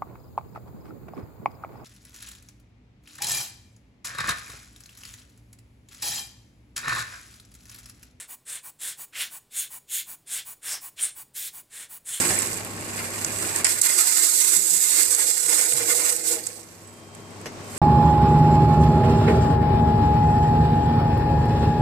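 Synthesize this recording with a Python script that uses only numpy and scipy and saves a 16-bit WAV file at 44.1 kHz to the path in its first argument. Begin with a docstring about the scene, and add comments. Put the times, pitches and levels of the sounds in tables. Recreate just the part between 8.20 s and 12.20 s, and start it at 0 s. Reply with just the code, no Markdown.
"""A puff of air hisses over a microscope lens, close by: a rubber bulb blower, squeezed about three
times a second. Each jet flares where it crosses an edge of the mount. On release the bulb sucks air
back through its ringing nozzle and stops short. Near the end the hand knocks softly on the bulb.
The room is small and quiet."""
import sys
import numpy as np
from scipy import signal
from scipy.fft import rfft, irfft
from scipy.io import wavfile

SR = 44100
rng = np.random.default_rng(int(sys.argv[2]) if len(sys.argv) > 2 else 0)


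def unload_wav(signal):
    """Save mono or channel-first audio to the path in sys.argv[1] as 16-bit WAV at rate SR, clipped to [-1, 1]."""
    wavfile.write(
        sys.argv[1],
        SR,
        np.round(np.clip(np.atleast_2d(signal).T, -1, 1) * 32767).astype(np.int16),
    )


N = 176400
T, HZ = np.arange(N) / SR, np.maximum(np.fft.rfftfreq(N, 1 / SR), 1)


def undb(db):
    """Decibels to gain."""
    return 10 ** (np.asarray(db) / 20)


def colour(points):
    """Gain at every frequency from (Hz, dB) points."""
    hz, db = np.array(sorted(points)).T
    return undb(np.interp(np.log(HZ), np.log(hz), db))


def peak(hz, width_hz):
    """Gain of one resonance, 1 at its centre."""
    return 1 / np.sqrt(1 + ((HZ / hz - hz / HZ) * hz / width_hz) ** 2)


def ringing(resonances):
    """Gain of narrow resonances standing out of a broad spectrum."""
    return undb(sum(db * peak(hz, width_hz) ** 2 for hz, width_hz, db in resonances))


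def unit(gain):
    """Scale a spectrum to keep the power of white noise."""
    return gain / np.sqrt(np.mean(gain ** 2))


def noise(gain):
    """Turbulence with the given spectrum."""
    return irfft(rfft(rng.standard_normal(N)) * gain, N)


def flutter(depth, corner_hz=450):
    """Quick swings of level as eddies pass."""
    eddies = noise(unit(1 / (1 + (HZ / corner_hz) ** 2)))
    return np.exp(depth * eddies - depth ** 2)


def flow(start_s, stop_s, attack_s, release_s):
    """Air flow that eases in and out."""
    ease = lambda u: np.sin(np.pi / 2 * np.clip(u, 0, 1)) ** 2
    return ease((T - start_s) / attack_s) * ease((stop_s - T) / release_s)


def echoes(x, decay_s):
    """Dense reflections that fall to 1/e in decay_s."""
    t = T[:SR // 2]
    tail = rng.standard_normal(len(t)) * np.exp(-t / decay_s)
    return signal.fftconvolve(x, tail / np.sqrt(np.sum(tail ** 2)))[:N]


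# Each row: start, length, attack and release in seconds, level in dB, then tint in dB at each TINT_HZ.
SQUEEZES = [(-.11, 0.2, .05, 0.12, -32.5, -1.5, -4, -5.5, -12),
            (.242, 0.18, 0.061, 0.074, -34.5, -1, 0.5, -3.5, -8.5),
            (.578, .19, 0.066, 0.088, -33, -1, 1.5, 0.5, -2), (.912, 0.2, 0.1, 0.1, -37.5, 8, 7, 8.5, 6),
            (1.287, 0.21, 0.12, 0.097, -33, -3.5, 5, 0, 5),
            (1.663, 0.19, .1, .075, -32.5, -5.5, 8, 0.5, 6.5),
            (2.044, .2, 0.12, 0.083, -32.5, 0, 3.5, 2, 0.5),
            (2.402, 0.21, 0.083, 0.09, -33, 3, 2, -3, -0.5), (2.748, 0.19, 0.071, 0.098, -38, 4.5, 6, 6, 1),
            (3.131, 0.18, 0.044, 0.041, -37.5, -2, 5, 5, 7),
            (3.481, 0.21, 0.09, 0.079, -39.5, 2.5, 2, -1, -5),
            (3.836, 0.22, 0.058, 0.099, -32, -3, -4.5, -3, -6)]
TINT_HZ, PIVOT_HZ = (1400, 3200, 5600, 13800), 8900
# Each row: frequency in Hz, relative density in dB.
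JET_SPECTRUM = [(100, -25), (350, -24), (480, -17), (700, -19.5), (1200, -16.5), (1550, -8), (2200, -9),
                (2600, -9.5), (3400, -8), (4100, -7), (4600, -12.5), (6200, -8), (7100, 0), (8500, 0),
                (9600, -2), (10300, -2.5), (12000, -11.5), (13000, -10.5), (15800, -12)]
# Each row: centre in Hz, width in Hz, boost in dB.
MOUNT_CAVITIES = [(1808, 35, 7.5), (2220, 140, 2.5), (3500, 80, 5.5), (5390, 54, 4.5), (8500, 150, 3.5),
                  (9130, 110, 1)]
# Each row: lower and upper edge in Hz, flow exponent, lag in seconds.
JET_BANDS = [(20, 6530, 0.92, 0.0051), (6830, 14500, 1.37, -0.0021), (10900, 52000, 1.6, 0.0042)]


def puffs():
    """The jet hisses on the lens; the aim tints each puff, which fills out as the flow grows."""
    out, jet = 0, unit(colour(JET_SPECTRUM) * ringing(MOUNT_CAVITIES))
    lowpass = lambda hz: 1 / (1 + (HZ / hz) ** 12)
    for start_s, length_s, attack_s, release_s, db, *tint_db in SQUEEZES:
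        tint = colour([*zip(TINT_HZ, tint_db), (PIVOT_HZ, 0)])
        spectrum = rfft(rng.standard_normal(N)) * jet * tint
        for low_hz, high_hz, exponent, lag_s in JET_BANDS:
            air = flow(start_s + lag_s, start_s + lag_s + length_s, attack_s, release_s)
            band = irfft(spectrum * (lowpass(high_hz) - lowpass(low_hz)), N)
            out += undb(db) * air ** exponent * band
    return out * flutter(depth=0.15)


# Each row: frequency in Hz, reflection gain in dB.
WALL_RESPONSE = [(200, -2), (1500, -1), (5000, 1), (8000, 1), (11000, -2), (15800, -3)]
# Each row: frequency in Hz, relative density in dB.
ROOM_TONE_SPECTRUM = [(20, -4.5), (60, -4), (100, -2), (135, 3), (175, -3.5), (300, -4), (600, -9.5),
                      (1500, -17.5), (5000, -19), (8000, -28), (15800, -37)]


def room(near, reverb_db=-14, t60_s=0.36, tone_db=-67):
    """Short reverberation off the walls over a steady, low room tone."""
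    reflected = undb(reverb_db) * irfft(rfft(near) * colour(WALL_RESPONSE), N)
    reverb = echoes(reflected, decay_s=t60_s / np.log(1000))
    return reverb + undb(tone_db) * noise(unit(colour(ROOM_TONE_SPECTRUM)))


# Each row: start and stop in seconds, level in dB, treble gain in dB.
RELEASES = [(0.067, 0.167, -37.5, -2.5), (0.416, 0.518, -38, -2.5), (.76, 0.866, -36.5, -2),
            (1.091, 1.201, -37.5, -2.5), (1.485, 1.6, -37, -2), (1.852, 1.967, -37.5, -1),
            (2.237, 2.354, -37.5, -1.5), (2.595, 2.709, -38, -0.5), (2.939, 3.046, -38.5, -0.5),
            (3.312, 3.429, -39.5, -1), (3.677, 3.796, -39.5, 0)]
# Each row: frequency in Hz, relative density in dB.
SUCTION_SPECTRUM = [(300, -15), (1500, -29), (3500, -14), (5400, -15.5), (6500, -9), (9500, -3.5),
                    (10800, -1), (12300, -5), (13200, -6), (14000, 0.5), (15800, -3)]
# Each row: centre in Hz, width in Hz, boost in dB.
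NOZZLE_MODES = [(2344, 450, 15.3), (2910, 110, 10), (4550, 79, 8.3), (5700, 62, 3.3), (6840, 63, 12),
                (7880, 190, 9.5), (8720, 200, 8.1), (10400, 460, 5), (15050, 700, 7.3)]
# Each row: centre in Hz, width in Hz, relative level in dB.
BULB_MODES = [(817, 330, -2.5), (1080, 240, -1), (1480, 130, -2), (1845, 220, -1)]


def refills(hollow_db=-17.5, treble_hz=13500, sag=0.98):
    """The bulb springs back: suction hisses in the nozzle, rings the hollow bulb and stops short."""
    out, nozzle = 0, unit(colour(SUCTION_SPECTRUM) * ringing(NOZZLE_MODES))
    bulb = sum(undb(db) * peak(hz, width_hz) ** 2 for hz, width_hz, db in BULB_MODES)
    hollow = undb(hollow_db) * noise(unit(bulb))
    for start_s, stop_s, db, treble_db in RELEASES:
        second_half = np.clip(2 * (T - start_s) / (stop_s - start_s) - 1, 0, 1)
        air = flow(start_s, stop_s, attack_s=0.05, release_s=0.024) * np.exp(-sag * second_half ** 2)
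        hiss = noise(nozzle * colour([(PIVOT_HZ, 0), (treble_hz, treble_db)]))
        out += undb(db) * (air * hiss + air ** 0.96 * hollow)
    return out * flutter(depth=0.02)


# Each row: peak time and half length in seconds, level in dB, centre and width in Hz.
EDGE_CROSSINGS = [(0.304, .012, -44, 5550, 2600), (0.329, 0.0074, -34, 8400, 1800),
                  (.937, 0.0091, -48.5, 2160, 1760), (0.97, 0.026, -38.5, 2400, 1600),
                  (1.017, .024, -29, 2780, 2000), (1.017, 0.014, -31.5, 9800, 3000),
                  (1.386, 0.021, -27.5, 8800, 2000), (1.396, 0.034, -34.5, 6830, 700),
                  (1.739, 0.021, -31.5, 8600, 2600), (1.762, 0.042, -33, 6900, 700),
                  (1.763, 0.043, -37, 13500, 2000), (2.079, 0.01, -44.5, 8800, 2300),
                  (2.136, 0.028, -31.5, 8400, 2420), (2.194, 0.032, -42, 3200, 2120),
                  (2.432, 0.0062, -47, 8500, 2200), (2.519, 0.023, -32, 7500, 1800),
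                  (2.528, 0.052, -36.5, 5480, 1110), (2.537, 0.045, -52.5, 880, 700),
                  (2.795, 0.014, -38.5, 3020, 1100), (2.839, 0.027, -23, 8930, 1480),
                  (2.889, 0.0094, -39, 8740, 1700), (3.192, 0.02, -37, 13500, 3460),
                  (3.943, 0.017, -32.5, 8200, 1500), (3.952, 0.037, -40, 3220, 810)]


def edge_flares(skirt_db=-10.5):
    """A rough band flares over broad hiss while the jet crosses an edge of the mount."""
    out, skirt = 0, undb(skirt_db) * unit(colour(JET_SPECTRUM))
    for peak_s, half_s, db, hz, width_hz in EDGE_CROSSINGS:
        band = unit(peak(hz, 2 * width_hz) ** 4)
        swell = np.exp(-np.minimum(((T - peak_s) / half_s) ** 2, 20))
        out += undb(db) * swell * noise(unit(np.hypot(band, skirt)))
    return out * flutter(depth=0.14)


def hand_knock(start_s=3.9, hz=147, decay_s=0.0054, db=-55.5):
    """One dull knock of the hand on the bulb, quickly damped by the rubber."""
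    age_s = np.maximum(T - start_s, 0)
    envelope = age_s / decay_s * np.exp(1 - age_s / decay_s)
    return undb(db) * envelope * np.sin(2 * np.pi * hz * age_s)


def scene(stereo_width=0.024):
    """The blower in the centre, with near reflections and the room around it."""
    direct = puffs() + edge_flares() + refills() + hand_knock()
    near = direct + undb(-18) * echoes(direct, decay_s=0.01)  # scatter off microscope and desk
    mid, side = room(near), room(near)
    return near + mid + stereo_width * side * np.array([[1], [-1]])


def record(dry):
    """Steep low-pass at 15.8 kHz."""
    return signal.sosfilt(signal.ellip(12, 0.2, 80, 15800, fs=SR, output="sos"), dry)


dry = scene()
out = record(dry)
unload_wav(out)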